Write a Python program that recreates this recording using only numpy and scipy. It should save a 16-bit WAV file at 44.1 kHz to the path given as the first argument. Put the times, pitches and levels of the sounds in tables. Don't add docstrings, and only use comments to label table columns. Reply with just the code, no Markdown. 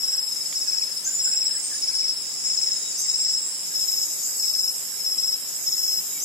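import sys
import numpy as np
from scipy import signal
from scipy.fft import rfft, irfft, next_fast_len
from scipy.io import wavfile
from scipy.ndimage import uniform_filter1d, map_coordinates

SR = 44100
rng = np.random.default_rng(int(sys.argv[2]) if len(sys.argv) > 2 else 0)


def field_ratio(decibels):
    return 10 ** (np.asarray(decibels, dtype=float) / 20)


def store_pcm(level_fs):
    pcm = np.round(np.clip(level_fs, -1, 1) * 32767).astype(np.int16)
    wavfile.write(sys.argv[1], SR, np.atleast_2d(pcm).T)


N = 275184


def unit(x):
    return x / np.sqrt(np.mean(x ** 2) + 1e-20)


def wobble(rate_hz):
    knots = rng.standard_normal(int(N * rate_hz / SR) + 4)
    return map_coordinates(knots, [np.arange(N) * rate_hz / SR])


def add(track, s, sound):
    piece = track[max(round(s * SR), 0):][:len(sound)]
    piece += sound[:len(piece)]


def glide(knots_s, knots_hz, rough_hz):
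    t = np.arange(round(knots_s[-1] * SR)) / SR
    drift_hz = rough_hz * np.interp(t, np.linspace(0, t[-1], 12), rng.standard_normal(12))
    tone_hz = np.interp(t, knots_s, knots_hz) + drift_hz
    return t, rng.uniform(0, 2 * np.pi) + 2 * np.pi * np.cumsum(tone_hz) / SR


def forest(x, pan_db, wet_db, t60_s, left_lag=0):
    t = np.arange(SR // 2) / SR
    tail = rng.standard_normal((2, len(t))) * field_ratio(-60 * t / t60_s) * (1 - np.exp(-t / .004))
    wet = signal.fftconvolve(x[None], tail / np.linalg.norm(tail[0]), axes=1)[:, :N]
    direct = np.array([np.roll(x, left_lag), x])
    pan = field_ratio(np.array([[pan_db], [-pan_db]]) / 2)
    return (direct + field_ratio(wet_db) * wet) * pan / np.sqrt(1 + field_ratio(2 * wet_db))


def chorus(rows, colour, alike, pan_db, buzz_hz, buzz_db, patchy_db):
    hz, t, z = signal.stft(rng.standard_normal((3, N)), SR, nperseg=512)
    s, level_db, centre_hz = np.transpose(rows)
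    offset_hz = hz[:, None] - np.interp(t, s, centre_hz)
    colour_db = np.interp(offset_hz, *np.transpose(colour), left=-120, right=-120)
    patches = unit(uniform_filter1d(uniform_filter1d(rng.standard_normal(z.shape), 3, 1), 8, 2))
    z = z * field_ratio(colour_db + patchy_db * patches)
    mixed = np.sqrt(alike) * z[0] + np.sqrt(1 - alike) * z[1:]
    pair = unit(signal.istft(mixed, SR, nperseg=512)[1][:, :N])
    buzz_phase = 2 * np.pi * np.cumsum(buzz_hz * (1 + 0.054 * wobble(8))) / SR
    buzzing = unit(pair * field_ratio(buzz_db * np.sin(buzz_phase)))
    return buzzing * field_ratio(np.interp(np.arange(N) / SR, s, level_db) + np.array([[pan_db], [-pan_db]]) / 2)


def stroke(top_hz, end_hz, length_s, tail_db, mirror_hz, mirror_db):
    knots_s = [0, 0.14 * length_s, 0.68 * length_s, length_s]
    t, phase = glide(knots_s, [top_hz - 50, top_hz, top_hz - 15, end_hz], rough_hz=8)
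    swell = np.interp(t / length_s, [0, .1, .3, .6, .9, 1], [0, .7, 1, field_ratio(tail_db), field_ratio(tail_db - 6), 0])
    cell = np.sin(2 * np.pi * rng.normal(mirror_hz, 18.3) * t + rng.uniform(0, 2 * np.pi))
    cell = cell * np.sin(np.pi * t / length_s)
    return np.sqrt(2) * (swell * np.sin(phase) + field_ratio(mirror_db) * cell)


def strokes(chirps, period_s):
    out = []
    for first, last, db in chirps:
        count = round((last - first) / period_s) + 1
        out += [(s, db) for s in np.linspace(first, last, count)]
    return out


# opening stroke in s, run from in s, run to in s, level in dB.
CENTRE_CHIRPS = [(-.08, .038, .183, -23.5), (0.563, .682, .823, -24.5), (1.2, 1.324, 1.463, -23.5),
                 (1.831, 1.956, 2.092, -23), (2.457, 2.579, 2.718, -24), (3.093, 3.206, 3.348, -24),
                 (3.766, 3.885, 4.018, -25), (4.432, 4.548, 4.688, -24.5), (5.069, 5.188, 5.331, -23),
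                 (5.674, 5.791, 5.977, -23)]


def centre_strokes():
    opening_gap_s, crest_db, scatter_db = .053, 2, 0.1
    out = []
    for opening, first, last, db in CENTRE_CHIRPS:
        run = strokes([(first, last, db)], period_s=.0465)
        out += [(opening, db), (opening + opening_gap_s, db)]
        for k, (s, _) in enumerate(run):
            crest = np.sin(np.pi * (k + 0.93) / (len(run) + 1)) - .65
            out.append((s, db + crest_db * crest))
    return [(s, db + rng.normal(0, scatter_db)) for s, db in out if s > .013]


def centre_cricket():
    song = np.zeros(N)
    for s, db in centre_strokes():
        closure = stroke(5350, 4920, length_s=.044, tail_db=-4, mirror_hz=5135, mirror_db=-12)
        add(song, s - .013, field_ratio(db + 1.2) * closure)
    return forest(song, pan_db=2.8, wet_db=-11, t60_s=.12, left_lag=2)


# first stroke in s, last stroke in s, level in dB.
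LEFT_CHIRPS = [(.186, .462, -30.5), (.69, .972, -30.5), (1.288, 1.566, -30), (1.895, 2.174, -31),
               (2.49, 2.768, -29.5), (3.1, 3.381, -28), (3.75, 4.032, -29.5), (4.405, 4.685, -29),
               (5.007, 5.329, -31), (5.68, 5.96, -32.5)]


def left_cricket():
    song = np.zeros(N)
    for s, db in strokes(LEFT_CHIRPS, period_s=.0465):
        closure = stroke(5275, 5047, length_s=0.0344, tail_db=-6.5, mirror_hz=5080, mirror_db=-19)
        add(song, s - .012, field_ratio(db + 2.5 + rng.normal(0, 1.2)) * closure)
    return forest(song, pan_db=8, wet_db=-9, t60_s=.12)


# first pair in s, last pair in s, level in dB.
TICK_TRILLS = [
    (.452, .974, -31.5),
    (1.746, 2.135, -30.5),
    (2.923, 3.316, -31),
    (4.216, 4.56, -31),
    (5.08, 5.34, -46),
]


def ticking_cricket():
    song = np.zeros(N)
    for s, db in strokes(TICK_TRILLS, period_s=.0434):
        for lag_s, gain_db, top_hz in [(-.012, -7.5, 4843), (.001, -3.5, 4884)]:
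            t, phase = glide([0, .004, .011], [top_hz, top_hz - 60, top_hz - 380], rough_hz=12)
            tick = np.sin(np.pi * t / t[-1]) * np.sin(phase)
            add(song, s + lag_s, field_ratio(db + gain_db + rng.normal(0, 1.2)) * tick)
    return forest(song, pan_db=-7, wet_db=-3, t60_s=.1)


def low_cricket():
    level_db = -58 + 3 + .6 * wobble(3) + 4.5 * wobble(16)
    tone = np.sin(2 * np.pi * np.cumsum(3847 + 10 * wobble(50)) / SR)
    return forest(field_ratio(level_db) * tone, pan_db=-1, wet_db=0, t60_s=.15, left_lag=3)


# time in s, level in dB.
FAR_CRICKETS = [(0, -32), (1.1, -35), (2.3, -32.5), (3.5, -33), (4.2, -34), (4.9, -35), (6.24, -37.5)]
# offset from centre in Hz, gain in dB.
FAR_WING = [(-900, -23), (-450, -12.5), (-200, -4), (20, 0.5), (118, 1), (234, -30)]


def far_crickets():
    rows = [(s, db, 5330) for s, db in FAR_CRICKETS]
    return chorus(rows, FAR_WING, alike=0.079, pan_db=1.0, buzz_hz=21.6, buzz_db=0.5, patchy_db=3.0)


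def crickets():
    return centre_cricket() + left_cricket() + ticking_cricket() + low_cricket() + far_crickets()


# start in s, loudest in s, end in s, peak in dB.
SWELLS = [
    (-.6, -.2, 0.04, -34.5),
    (0.245, 0.494, 1.15, -34.5),
    (1.523, 1.77, 2.06, -32),
    (2.166, 3, 3.57, -32.5),
    (3.584, 3.998, 5.34, -32),
    (5.404, 5.755, 7, -32.5),
]


def swells():
    attack_s, release_s, onset_db, fade_db, rest_db = 0.086, 0.35, -4.5, -10, -56.5
    s = np.arange(0, N / SR, .01)
    phrases = []
    for start, loudest, end, db in SWELLS:
        knots_s = [start, start + attack_s, loudest, end, end + release_s]
        phrases.append(np.interp(s, knots_s, [rest_db, db + onset_db, db, db + fade_db, rest_db]))
    level_db = np.max(phrases, axis=0)
    drum_hz = 6950 + 17 * np.maximum(level_db + 34, -12)
    return np.transpose([s, level_db, drum_hz])


# offset from centre in Hz, gain in dB.
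SWELL_DRUM = [(-1200, -15.5), (-700, -10.5), (-150, -5.5), (97, -0.5), (495, -21), (1150, -22), (1500, -41)]


def swelling_cicadas():
    return chorus(swells(), SWELL_DRUM, alike=0.097, pan_db=0.0, buzz_hz=134, buzz_db=1.0, patchy_db=3.5)


# time in s, level in dB.
DRONE = [(0, -34.5), (.54, -32.5), (1.09, -38), (1.3, -28), (1.77, -35), (2.24, -35.5), (2.48, -29.5),
         (2.94, -34), (3.44, -31.5), (4.38, -33), (5.75, -35), (6.24, -31)]
# offset from centre in Hz, gain in dB.
DRONE_DRUM = [(-700, -28), (-350, -7), (-100, -3.5), (197, -4), (444, -10), (750, -26.5)]


def droning_cicadas():
    rows = [(s, db, 7600 - 22 * (db + 34)) for s, db in DRONE]
    return chorus(rows, DRONE_DRUM, alike=0.032, pan_db=0.5, buzz_hz=66, buzz_db=0.3, patchy_db=3.5)


# time in s, level in dB, wing resonance in Hz.
KATYDID = [(0.0, -42.5, 9260), (0.55, -41.5, 9400), (1.6, -40.5, 9130), (1.75, -40, 9120),
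           (2.28, -42, 9390), (3.53, -41, 9340), (4.57, -39.5, 8570), (4.8, -40, 9130), (5.3, -42.5, 9400),
           (6.24, -40, 9170)]
# offset from centre in Hz, gain in dB.
KATYDID_WING = [(-620, -6.5), (-300, -5), (0, 0.5), (400, -2.5), (792, -11), (1500, -3), (2296, -16.5),
                (3200, -23)]


def katydids():
    return chorus(KATYDID, KATYDID_WING, alike=0.058, pan_db=-0.5, buzz_hz=83.4, buzz_db=0.5, patchy_db=4.5)


# time in s, level in dB, drum resonance in Hz.
SHRILL = [(0.0, -42, 12260), (0.99, -46.5, 11950), (1.53, -54, 12400), (2.33, -61.5, 12900),
          (2.75, -58.5, 13100), (2.94, -61, 12400), (3.56, -57, 12600), (3.65, -43, 12400),
          (3.93, -34.5, 13100), (4.01, -36.5, 12850), (4.68, -36.5, 12300), (5.18, -39, 12040),
          (5.49, -39.5, 12650), (5.86, -34.5, 13170), (6.24, -36, 12900)]
# offset from centre in Hz, gain in dB.
SHRILL_DRUM = [(-3500, -11), (-2000, -13), (-800, -2.5), (2, -0.5), (696, -1.5), (1198, -4), (1600, -54)]


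def shrill_cicadas():
    return chorus(SHRILL, SHRILL_DRUM, alike=0.075, pan_db=-1.0, buzz_hz=330, buzz_db=-0.5, patchy_db=1.0)


def cicadas():
    return swelling_cicadas() + droning_cicadas() + katydids() + shrill_cicadas()


def slurred(notes, rise, fall):
    out = []
    for start, end, first_hz, last_hz, db in notes:
        share = rise if last_hz > first_hz else fall
        out.append((start, end, first_hz, first_hz + share * (last_hz - first_hz), last_hz, db))
    return out


def whistle(notes, octave_db, rough_hz):
    song = np.zeros(N)
    for start, end, first_hz, slur_hz, last_hz, db in notes:
        t, phase = glide([0, 0.43 * (end - start), end - start], [first_hz, slur_hz, last_hz], rough_hz)
        swell = np.abs(np.sin(np.pi * (t / t[-1]) ** 0.77)) ** 0.75
        add(song, start, field_ratio(db + 4.0) * swell * (np.sin(phase) + field_ratio(octave_db) * np.sin(2 * phase)))
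    return song


# start in s, end in s, first pitch in Hz, last pitch in Hz, level in dB.
WARBLER = [(1.042, 1.1, 5930, 7200, -23.5), (1.12, 1.19, 7200, 6950, -25), (1.215, 1.29, 7900, 7150, -23),
           (1.32, 1.4, 7980, 7350, -31), (1.43, 1.48, 7950, 7600, -28.5), (1.525, 1.6, 8400, 7720, -29),
           (1.615, 1.69, 8670, 8450, -30), (1.72, 1.78, 9250, 9050, -37), (2.975, 3.02, 5680, 6400, -26.5),
           (3, 3.04, 7650, 7600, -27), (3.06, 3.12, 7710, 7400, -26.5), (3.155, 3.2, 7970, 8100, -33.5),
           (3.175, 3.25, 7650, 7500, -26.5), (3.29, 3.36, 7850, 7350, -32), (3.4, 3.5, 7710, 7550, -28.5),
           (3.5, 3.58, 9550, 9400, -43), (4.225, 4.3, 5960, 7750, -26), (4.335, 4.41, 7840, 7750, -29),
           (4.43, 4.5, 8150, 7850, -31.5), (4.62, 4.77, 10280, 10150, -44.5), (6.2, 6.25, 5770, 6440, -28),
           (6.222, 6.26, 7100, 7200, -27)]
# time in s, level in dB, centre in Hz.
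RASP = [
    (2.96, -60, 9000),
    (2.99, -36, 9000),
    (3.01, -31.5, 8950),
    (3.04, -56, 9000),
]
# offset from centre in Hz, gain in dB.
RASP_COLOUR = [(-3600, -10), (-3000, -8), (-1000, -2), (1500, -4), (3500, 0), (6000, -16)]


def warbler():
    song = whistle(slurred(WARBLER, rise=.88, fall=.85), octave_db=-21, rough_hz=69)
    rasp = chorus(RASP, RASP_COLOUR, alike=0.29, pan_db=-1.0, buzz_hz=150, buzz_db=5, patchy_db=-3.0)
    near_rasp = abs(np.arange(N) / SR - 3) < .05
    return forest(song, pan_db=-0.3, wet_db=2, t60_s=.3) + rasp * near_rasp


# start in s, end in s, first pitch in Hz, last pitch in Hz, level in dB.
BULBUL = [(.6, 1, 2570, 2574, -58), (1.055, 1.115, 1656, 1500, -48.5), (1.255, 1.305, 1463, 1540, -47.5),
          (1.33, 1.36, 2510, 2630, -47), (1.54, 1.565, 1820, 1570, -47), (1.57, 1.595, 1930, 2140, -50),
          (1.71, 1.74, 1800, 1560, -44.5), (1.735, 1.775, 1590, 1874, -47.5), (1.8, 2, 2250, 2343, -58),
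          (6.14, 6.2, 2330, 2220, -50)]
# time in s, peak in dB, pitch in Hz.
CHIPS = [(.0677, -47, 1580), (.1294, -43, 1590), (.6683, -42, 1565), (.817, -39, 2310), (.8776, -43, 1795),
         (1.263, -39, 1535), (1.4192, -38, 2470), (1.4894, -42, 1690), (2.0203, -38, 2320),
         (2.4578, -41, 2240), (2.5077, -47, 2110), (2.6085, -44, 2300), (2.6648, -43, 1990),
         (2.6954, -46, 1660), (3.051, -41, 2020), (3.1966, -43, 2300), (3.255, -45, 1980),
         (3.7094, -44, 1590), (4.2794, -46, 1526), (4.4308, -41.5, 2305), (4.9194, -44, 1550),
         (4.9701, -43, 2200), (5.5847, -45, 2080)]
# time in s, peak in dB.
DOUBLE_CHIPS = [(0.7143, -43), (1.3138, -41.5), (1.865, -43), (1.916, -44)]


def far_birds():
    break_s, high_hz, low_hz = 0.02, 2280, 1590
    calls = list(CHIPS)
    for s, db in DOUBLE_CHIPS:
        calls += [(s, db, high_hz), (s + break_s, db, low_hz)]
    chips = [(s, s + .022, 1.13 * hz, 1.02 * hz, .88 * hz, db - 8) for s, db, hz in calls]
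    song = whistle(slurred(BULBUL, rise=.45, fall=.4) + chips, octave_db=-30, rough_hz=45)
    return forest(song, pan_db=-1.5, wet_db=0, t60_s=.2)


def birds():
    return warbler() + far_birds()


# time in s, peak in dB.
TWIG = [
    (0.5271, -23),
]


def twig():
    snap, t = np.zeros(N), np.arange(SR // 100) / SR
    modes = sum(gain * np.sin(2 * np.pi * hz * t) for hz, gain in [(3300, 1), (2100, 1.2), (1250, 0.74)])
    for s, db in TWIG:
        add(snap, s, field_ratio(db + 4 - 60 * t / 0.005) * modes * (1 - np.exp(-t / 0.00025)))
    return forest(2 * np.gradient(snap), pan_db=0, wet_db=-8, t60_s=.04)


# frequency in Hz,
# density in dB per Hz.
LEAVES = [(15, -44), (45, -36), (75, -22.5), (156, -5.5), (420, -6), (1400, -10.5), (4300, -7.5),
          (6000, -7.5), (8600, -14.5), (13000, -10.5), (15700, -11.5)]


def leaves():
    hz, db = np.transpose(LEAVES)
    size = next_fast_len(N)
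    colour = field_ratio(np.interp(np.log(np.fft.rfftfreq(size, 1 / SR) + 1), np.log(hz), db))
    both, left, right = irfft(rfft(rng.standard_normal((3, size))) * colour, size)[:, :N]
    level_db = -47 + 5.5 + 0.29 * wobble(3.3) + np.array([[-.25], [.25]])
    return field_ratio(level_db) * unit(0.43 * both + np.array([left, right]))


def scene():
    return crickets() + cicadas() + birds() + twig() + leaves()


# frequency in Hz, density in dB per Hz.
FAINT = [(300, -140), (1500, -90), (4200, -83.5), (5900, -83), (8600, -83.5), (9400, -88), (10200, -82),
         (11500, -86.5)]


def starve(dry, follow, scatter_db):
    hz, t, z = signal.stft(dry, SR, "cosine", nperseg=2048, scaling="psd")
    power = 2 * np.mean(np.abs(z) ** 2, axis=0) + 1e-20
    loud_db = uniform_filter1d(10 * np.log10(power.sum(axis=0)), size=5)
    shrill_db = 10 * np.log10(power[(hz > 11500) & (hz < 13000)].mean(axis=0))
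    strain_db = np.maximum(uniform_filter1d(shrill_db, size=3) + 79.5, 0)
    cost = .95 * (hz > 13000) + .25 * (hz < 4600)
    follow = follow + .9 * (abs(hz - 6150) < 550)
    limit_db = np.interp(hz, *np.transpose(FAINT))[:, None] + cost[:, None] * strain_db
    limit_db = limit_db + follow[:, None] * (loud_db - np.median(loud_db))
    heard = np.ones(power.shape)
    for first, last, width, sooner_db, frames in [(4, 1024, 6, 0, 2), (264, 504, 30, 3.5, 6)]:
        power_patch = power[first:last].reshape(-1, width, len(t)).mean(axis=1)
        limit_patch_db = limit_db[first:last].reshape(-1, width, len(t)).mean(axis=1)
        luck = uniform_filter1d(rng.standard_normal(power_patch.shape), size=frames, axis=1)
        luck = unit(uniform_filter1d(luck, size=2, axis=0))
        kept = 10 * np.log10(power_patch) > limit_patch_db + sooner_db + scatter_db * luck
        heard[first:last] *= np.repeat(kept, width, axis=0)
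    return signal.istft(z * heard, SR, "cosine", nperseg=2048, scaling="psd")[1][:, :N]


def band_limit(x):
    return signal.sosfilt(signal.butter(12, 15700, fs=SR, output="sos"), x)


def record(dry):
    mix = starve(dry, follow=.3, scatter_db=1.2)
    return band_limit(mix)


dry = scene()
out = record(dry)
store_pcm(out)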